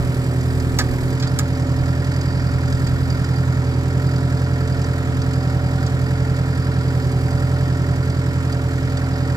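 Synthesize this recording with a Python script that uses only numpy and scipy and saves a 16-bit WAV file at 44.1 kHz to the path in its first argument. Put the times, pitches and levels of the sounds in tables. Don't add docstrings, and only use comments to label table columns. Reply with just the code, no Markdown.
import sys
import numpy as np
from scipy import signal
from scipy.fft import rfft, irfft, next_fast_len
from scipy.io import wavfile

SR = 44100
rng = np.random.default_rng(int(sys.argv[2]) if len(sys.argv) > 2 else 0)


def makeup_ratio(level_db):
    decades = np.asarray(level_db, float) / 20
    return 10 ** decades


def master(y):
    cut = np.clip(np.atleast_2d(y).T, -1, 1)
    pcm = np.round(cut * 32767)
    wavfile.write(sys.argv[1], SR, pcm.astype(np.int16))


N = 412776

# t/s, length/s, level/dB
GUSTS = [(-.1, .15, 28), (.45, 0.77, 13), (1.3, 0.13, 21), (1.7, 0.17, 14), (2.3, 0.53, 13), (2.8, .45, 13),
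         (4.2, 0.46, -6), (4.65, .15, 11), (5, .3, 13), (5.6, 0.13, 9), (5.95, 0.16, 14), (7, .3, 10),
         (8.1, 1.3, -15)]
BREEZE_DB, GUST_RAMP_S = -33.5, 0.21

# t/s, peak/dB, low part/dB, middle part/dB, upper part/dB, t60/s
CLANKS = [
    (0.787, -11, -2.5, -13, -2.5, 0.058),
    (1.1982, -31, -2, -12, -2, 0.058),
    (1.225, -33, 3, 6, 7, 0.08),
    (1.3886, -9.5, -12, -11, -16, 0.037),
    (2.8694, -32, 2.5, -4, -2, 0.045),
    (5.863, -32.5, 0, -13, -1, 0.065),
]
# f/Hz, width/Hz, level/dB
COUPLING_MODES = [(724, 35, -4.5), (1243, 83, 1.5), (1620, 30, -7), (1737, 37, 1), (6800, 70, -3),
                  (7570, 380, -7.5), (11300, 100, -8)]
# f/Hz, level/dB
CRACK = [(500, -9), (800, -3), (1500, 0.5), (2300, -6), (3700, -3), (4800, 0.5), (6900, -4.5), (8600, -9.5),
         (11600, 0), (16000, -15)]
AUGER_LEAD_SAMPLES = 3

# t/s, f/Hz
FAN = [(0, 436), (1.2, 439.5), (2.45, 431), (3.2, 431.5), (3.8, 438.5), (5.4, 440.5), (8.5, 436),
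       (9.36, 438)]
FAN_DB, FAN_DB_PER_HZ, FAN_HZ = -39.5, 0.33, 439.6
# order/cycle, level/dB, waver/dB
GEARS = [(28.2, -42, 1.5), (60, -58, 2), (64, -57, 2), (66, -54, 4), (68, -54, 3), (90, -60, 2),
         (92, -56, 1), (124, -56, 1), (128, -54, 1)]
GEAR_CYCLE = .225

VALVE_RAMP_S = 0.095
# t/s, level/dB
PRESSURE = [(0, -40.5), (.6, -49), (1.28, -41.5), (1.67, -41), (3.18, -48), (3.73, -42), (4.3, -42.5),
            (5.19, -42.5), (5.5, -39), (6.78, -45), (7.4, -38.5), (8.53, -44), (9.25, -41.5), (9.36, -41)]
# t/s, length/s, level/dB
LIFTS = [(-.1, 1.23, 12.5), (3.6, 0.71, 11), (4.9, 0.72, 0), (6.85, 0.43, 11), (7.7, .65, 7),
         (9.1, 0.16, 1)]
# t/s, length/s, level/dB
TILTS = [(.7, 0.26, 14), (1.6, 0.25, 6), (3.6, 0.51, 6), (5.3, 0.61, 14), (6.9, 0.68, 12.5),
         (8.9, .6, 11.5)]
SECOND_DB, FOURTH_DB = -51, -58
# t/s, length/s, level/dB
OIL_HISS = [
    (-.1, 1.24, 4),
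    (2.7, 0.43, 2),
    (6.9, 0.7, 1.5),
]

# f/Hz, density/(dB per Hz)
CLATTER = [(45, 1), (110, 12.5), (190, 3.5), (280, 3), (400, 0.5), (480, 1.5), (700, -3), (1200, -4.5),
           (1900, -6), (2700, -13.5), (5000, -16), (7700, -21.5), (11000, -27), (15000, -28.5)]
# f/Hz, swell per firing/dB, share repeated each cycle/1, left-right likeness/1
GRAIN = [(40, -8, 0.13, 0.56), (200, 4.5, 0, 0.84), (800, -1.5, 0.35, 1), (1550, 0.5, 0.6, 0.76),
         (3230, 2, 0.3, 0.79), (5200, 6, 0.15, 0.4), (12000, 6.5, 0, 0.5)]
CLATTER_DB, PANEL_DB, INJECTOR_DB, HISS_DB = -34.5, -48, -48.5, 1

# moment/cycle, f/Hz, width/Hz, peak/dB
TAPS = [(.06, 1750, 80, -39), (.29, 1430, 60, -36), (.33, 1850, 50, -36), (.37, 1360, 35, -34),
        (.58, 1850, 80, -37), (.63, 1310, 50, -34), (.76, 1840, 70, -37), (.815, 1610, 80, -31),
        (.89, 1340, 40, -35)]
# t/s, peak/dB
TICKS = [(0.41, -28), (0.6006, -24), (0.7871, -24), (1.1987, -26), (1.274, -23), (1.3874, -24),
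         (1.8595, -32), (2.0448, -27.5), (2.1186, -29), (2.162, -28), (2.2124, -24), (2.681, -29),
         (2.7252, -25), (2.8694, -26), (3.101, -23.5), (3.2445, -24.5), (4.1609, -27), (4.6758, -25),
         (4.8164, -26), (4.8434, -27), (5.218, -24), (5.335, -25), (5.8641, -26.5), (7.3083, -31),
         (8.1, -27), (8.525, -25.5), (8.972, -22.5)]
TICK_DB, TICK_SPREAD_DB, TICK_PHASE = -40, 5.5, 0.204
# block/dB, panel/dB, covers/dB
CYLINDER_DB = [(0, -3, -2), (0, 4, 5), (1.5, -1, 1), (1, 3, 1)]
# f/Hz, width/Hz, level/dB
PANEL = [(1265, 50, -8), (1322, 30, -2), (1362, 25, 1), (1440, 50, -8)]
# f/Hz, width/Hz, level/dB
COVERS = [(980, 25, -19), (1545, 35, -4), (1630, 60, -10), (1840, 36, 1), (2200, 45, -6), (4180, 60, -16)]
# f/Hz, width/Hz, level/dB
INJECTOR = [(4560, 150, -9), (4760, 80, 2), (4950, 200, -6), (5220, 200, -7)]
# f/Hz, width/Hz, level/dB
TURBO = [(15180, 40, 0), (15530, 80, 1)]
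# t/s, length/s, level/dB
PANEL_HELD = [(-.1, 1.3, -9), (1.5, .3, -10), (3.6, 0.3, -5), (7, 0.28, -11)]
# t/s, length/s, level/dB
ROUGH_SPELLS = [
    (1.25, .2, 4.5),
    (2.1, 1.25, 2.5),
    (4, 0.73, 1.5),
    (4.95, 0.17, -9),
    (8.4, 0.17, -3),
]

# t/s, rate/(cycles per s)
SPEED = [(0.0, 10.446), (0.69, 10.455), (0.89, 10.282), (1.3, 10.755), (1.62, 10.485), (2.03, 10.726),
         (2.62, 10.638), (3.41, 10.647), (3.76, 10.427), (4.03, 10.881), (4.18, 10.663), (5.47, 10.614),
         (6.38, 10.734), (7.16, 10.547), (7.55, 10.77), (8.6, 10.597), (8.82, 10.638), (9.36, 10.575)]
START_CYCLE, RUNNING_SPEED_HZ = .023, 10.63
# t/s, level/dB
LOAD = [(0, -20.5), (.2, -21.5), (1, -23), (1.25, -20.5), (1.9, -21), (2.15, -21), (2.45, -21.5),
        (3.1, -21), (3.4, -19), (3.85, -22), (4.15, -19), (5, -23), (5.4, -20.5), (7.7, -20), (8.1, -20.5),
        (8.65, -23), (9, -24), (9.36, -21)]
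# order/cycle, level/dB
EXHAUST = [(5, -30), (6, -30), (7, -25), (9, -33), (10, -27), (11, -13), (12, 0), (13, -11), (14, -33),
           (15, -12), (16, -14), (17, -20), (19, -22)]
MUFFLER_ORDER, MUFFLER_LAG_TURNS = 14, .26
# t/s, length/s, level/dB
HUM_FADES = [(-.1, 0.47, -3), (.85, 0.47, -3.5)]
HUM_DB = -24
# order/cycle, level/dB
AIR_BOX = [(20, -33.5), (21, -23.5), (22, -82), (23, -11.5), (24, -11.5), (25, -1), (26, -23.5), (27, -23),
           (30, -27.5), (32, -26), (33, -14.5), (47, -41), (51, -34)]
THUMP_CYCLE, THUMP_LEAD_TURNS = .55, .29
BOX_DB, BOX_DB_PER_HZ = -32.5, -9

# f/Hz, colour/dB, left minus right/dB
PORTS = [(20, -2, -10), (31, -12, -2), (39, -1, -2), (200, 1, -2), (1330, 1, -2.5), (4800, -1.5, -4),
         (6300, -2, -0.5), (7910, 3.5, -7.5), (8730, -11, 3.5), (9650, -9.5, 8), (10150, -3.5, 0.5),
         (15540, -3.5, .5), (15830, -42, 0)]
LEFT_LAG_SAMPLES = 8


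def rms_one(x):
    return x / np.sqrt(np.mean(x ** 2) + 1e-20)


def in_time(rows):
    s, *columns = np.transpose(rows)
    return [np.interp(np.arange(N) / SR, s, c) for c in columns]


def at_hz(rows, hz):
    f, *columns = np.transpose(rows)
    return [np.interp(np.log(hz), np.log(f), c) for c in columns]


def spells(rows, ramp_s):
    t = np.arange(N) / SR
    total_db = 0
    for s, length_s, db in rows:
        inside_s = np.minimum(t - s, s + length_s - t)
        total_db = total_db + db * np.clip(inside_s / ramp_s + .5, 0, 1)
    return total_db


def drift(rate_hz):
    r = np.exp(-80 * np.pi * rate_hz / SR)
    slow = signal.lfilter([1], [1, -2 * r, r * r], rng.standard_normal(N // 40 + 2002))[2000:]
    return np.interp(np.arange(N) / 40, np.arange(len(slow)), rms_one(slow))


def band(x, low_hz, high_hz):
    sos = signal.butter(2, [low_hz, high_hz], "band", fs=SR, output="sos")
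    return signal.sosfilt(sos, x + 1e-18)


def resonances(x, modes):
    out = 0
    for k, (hz, width_hz, db) in enumerate(modes):
        r = np.exp(-np.pi * width_hz / SR)
        a = [1, -2 * r * np.cos(2 * np.pi * hz / SR), r * r]
        gain = (-1) ** k * makeup_ratio(db) * (1 - r * r) / 2
        out = out + gain * signal.lfilter([1, 0, -1], a, x + 1e-18)
    return out


def tone(turns, db, wobble_db):
    return np.sqrt(2) * makeup_ratio(db + wobble_db * drift(1.28)) * np.cos(2 * np.pi * turns)


def bursts(rows, t60s):
    out = np.zeros(N)
    for (s, db), t60 in zip(rows, t60s):
        at = round(s * SR)
        age_s = np.arange(min(N - at, round(t60 * SR))) / SR
        out[at:at + len(age_s)] += makeup_ratio(db - 60 * age_s / t60) * np.minimum(age_s / 0.00013, 1)
    return out * rng.standard_normal(N)


def wind():
    gusts = np.array([makeup_ratio(1.2 * drift(4.0)) * band(rng.standard_normal(N), 23, 71) for side in range(2)])
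    return makeup_ratio(BREEZE_DB + spells(GUSTS, GUST_RAMP_S) - 9.5) * rms_one(gusts)


def ground(x):
    dull = band(x, 420, 13500)
    lags = [round(s * SR) for s in (.0041, .0063)]
    return np.array([x + makeup_ratio(-13) * np.r_[np.zeros(lag), dull[:-lag]] for lag in lags])


def clanks():
    s, peak_db, low_db, middle_db, upper_db, t60 = np.transpose(CLANKS)
    top = bursts(zip(s, peak_db), t60) + bursts(zip(s, peak_db - 12), 2.2 * t60)
    upper = bursts(zip(s, peak_db + upper_db + 3), 1.6 * t60)
    middle = bursts(zip(s, peak_db + middle_db + 8), 1.6 * t60)
    low = bursts(zip(s + .001, peak_db + low_db + 6), 2.3 * t60)
    out = 0
    edges_hz = 500 * 2 ** np.arange(0, 5.1, .5)
    for a, b in zip(edges_hz, edges_hz[1:]):
        blow = low if b < 2100 else middle if b < 4100 else upper if b < 5700 else top
        crack_db, = at_hz(CRACK, np.sqrt(a * b))
        out = out + makeup_ratio(crack_db + 5) * band(blow, a, b)
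    out = out + makeup_ratio(9.5) * resonances(top, COUPLING_MODES[4:])
    return out + makeup_ratio(8.0) * resonances(low, COUPLING_MODES[:4])


def fan():
    blade_hz, = in_time(FAN)
    blade_db = FAN_DB + FAN_DB_PER_HZ * (blade_hz - FAN_HZ)
    return tone(np.cumsum(blade_hz + 0.865 * drift(3.1)) / SR, blade_db, wobble_db=0.8)


def gears(cycle):
    return sum(tone(order * (cycle - GEAR_CYCLE), db, waver_db) for order, db, waver_db in GEARS)


def pump(cycle):
    strokes = 18 * cycle
    second_db = SECOND_DB + spells(LIFTS, VALVE_RAMP_S)
    third_db, = in_time(PRESSURE)
    fourth_db = FOURTH_DB + spells(TILTS, VALVE_RAMP_S)
    levels_db = second_db, third_db, fourth_db
    return sum(tone(k * strokes, db, wobble_db=1.0) for k, db in enumerate(levels_db, 2))


def contacts(cycle):
    size = 4096
    loop = rng.standard_normal(size) * makeup_ratio(2 * rng.standard_normal(size // 32).repeat(32))
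    return rms_one(np.interp(cycle % 1 * size, np.arange(size), loop))


def clatter(cycle, swell, hiss_db):
    white = rng.standard_normal((2, 2, N))
    again = contacts(cycle)
    out = 0
    edges_hz = 22 * 2 ** np.arange(0, 9.7, .4)
    for k, (low, high) in enumerate(zip(edges_hz, edges_hz[1:])):
        hz = np.sqrt(low * high)
        swell_db, share, alike = at_hz(GRAIN, hz)
        share, alike = np.clip(share, 0, 1), np.clip(alike, 0, 1)
        fresh, side = white[k % 2]
        mid = np.sqrt(1 - share) * fresh + np.sqrt(share) * again
        mid, side = band(np.array([mid, side]), low, high)
        level_db = at_hz(CLATTER, hz)[0] + swell_db * (swell - .5) + 0.45 * drift(4.7)
        gain = makeup_ratio(level_db + hiss_db * (hz > 8000))
        out = out + gain * (np.sqrt(1 + alike) * mid + np.sqrt(1 - alike) * side * [[1], [-1]])
    return out / np.sqrt(np.mean(band(out, 360, 18000) ** 2))


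def tappet(cycle):
    out = 0
    force = makeup_ratio(.8 * drift(8.0))
    for moment, hz, width_hz, db in TAPS:
        taps = force * np.diff(np.floor(cycle - moment), prepend=-1)
        out = out + SR / (2 * np.pi * width_hz) * resonances(taps, [(hz, width_hz, db)])
    return out


def ticks(cycle, rough_db):
    at = np.flatnonzero(np.diff(np.floor(4 * cycle - TICK_PHASE)))
    chance = np.clip(rng.standard_normal(len(at)), -2, 1.3)
    faint_db = TICK_DB + rough_db[at] + TICK_SPREAD_DB * chance
    faint = bursts(zip(at / SR, faint_db), np.full(len(at), .028))
    hard = bursts(TICKS, np.full(len(TICKS), .03))
    edge = makeup_ratio(-5.5) * band(hard, 5000, 7400) + makeup_ratio(-0.5) * band(hard, 2400, 7100)
    return makeup_ratio(15.0) * resonances(hard + faint, INJECTOR) + edge


def ringing_parts(swell, blows, hits_db, panel_db, injector_db):
    knock = rng.standard_normal(N) * makeup_ratio(6 * swell) + 75 * blows
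    panel = resonances(knock * makeup_ratio(hits_db[1]), PANEL)
    covers = resonances(knock * makeup_ratio(1.4 * hits_db[2]), COVERS)
    jolt = rng.standard_normal(N) * makeup_ratio(9.3 * swell + 1.9 * drift(2.8))
    injector = resonances(jolt, INJECTOR)
    turbo = resonances(rng.standard_normal(N) * makeup_ratio(3.0 * drift(1.2)), TURBO)
    return (makeup_ratio(panel_db + 1.0) * rms_one(panel) + makeup_ratio(CLATTER_DB - 9.5) * rms_one(covers)
            + makeup_ratio(injector_db - 1.0) * rms_one(injector) + makeup_ratio(-68) * rms_one(turbo))


def firing_swell(cycle):
    firing = 4 * cycle + .08
    stroke, count = firing % 1, firing.astype(int)
    shape = np.minimum(stroke / .28, (1 - stroke) / .72)
    strength = np.clip(1 + 0.18 * rng.standard_normal(count[-1] + 1), .1, 3)[count]
    blows = strength * np.diff(np.floor(firing - .2), prepend=-1)
    hits_db = np.sqrt(shape) * np.array(CYLINDER_DB)[count % 4].T
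    return shape * strength, blows, hits_db


def exhaust(cycle, speed_hz):
    boom_db, = in_time(LOAD)
    hum_db = HUM_DB + spells(HUM_FADES, VALVE_RAMP_S)
    box_db = BOX_DB + BOX_DB_PER_HZ * (speed_hz - RUNNING_SPEED_HZ)
    out = tone(8 * cycle + .03, hum_db, wobble_db=.3)
    out += tone(4 * cycle + .08, -38, wobble_db=.6)
    for order, db in EXHAUST:
        lag_turns = MUFFLER_LAG_TURNS * (order > MUFFLER_ORDER)
        out += tone(order * cycle - lag_turns, boom_db + db - .9, wobble_db=0.6)
    for order, db in AIR_BOX:
        out += tone(order * (cycle - THUMP_CYCLE) + THUMP_LEAD_TURNS, box_db + db, wobble_db=0.87)
    return out


def scene():
    speed_hz, = in_time(SPEED)
    cycle = START_CYCLE + np.cumsum(speed_hz) / SR
    swell, blows, hits_db = firing_swell(cycle)

    held_db = spells(PANEL_HELD, VALVE_RAMP_S)
    rough_db = spells(ROUGH_SPELLS, VALVE_RAMP_S)
    parts = ringing_parts(swell, blows, hits_db, PANEL_DB + held_db, INJECTOR_DB + rough_db)
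    parts = parts + ticks(cycle, rough_db) + makeup_ratio(held_db) * tappet(cycle)

    left, right = ground(clanks())
    auger = np.array([np.roll(left, -AUGER_LEAD_SAMPLES), right])
    hiss_db = HISS_DB + spells(OIL_HISS, VALVE_RAMP_S)
    noise = makeup_ratio(CLATTER_DB) * clatter(cycle, swell + hits_db[0] / 6, hiss_db)
    tones = exhaust(cycle, speed_hz) + pump(cycle) + gears(cycle) + fan()
    return wind() + auger + tones + noise + ground(parts)


def band_limit(x):
    return signal.sosfilt(signal.butter(12, 15850, fs=SR, output="sos"), x)


def record(dry):
    size = next_fast_len(N + 2048)
    hz = np.maximum(np.arange(size // 2 + 1) * SR / size, 1)
    colour_db, tilt_db = at_hz(PORTS, hz)
    late = np.exp(-2j * np.pi * hz * LEFT_LAG_SAMPLES / SR)
    response = makeup_ratio(colour_db) * np.array([makeup_ratio(tilt_db / 2) * late, makeup_ratio(-tilt_db / 2)])
    mix = irfft(rfft(dry, size) * response, size)[:, :N]
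    return band_limit(mix)


dry = scene()
out = record(dry)
master(out)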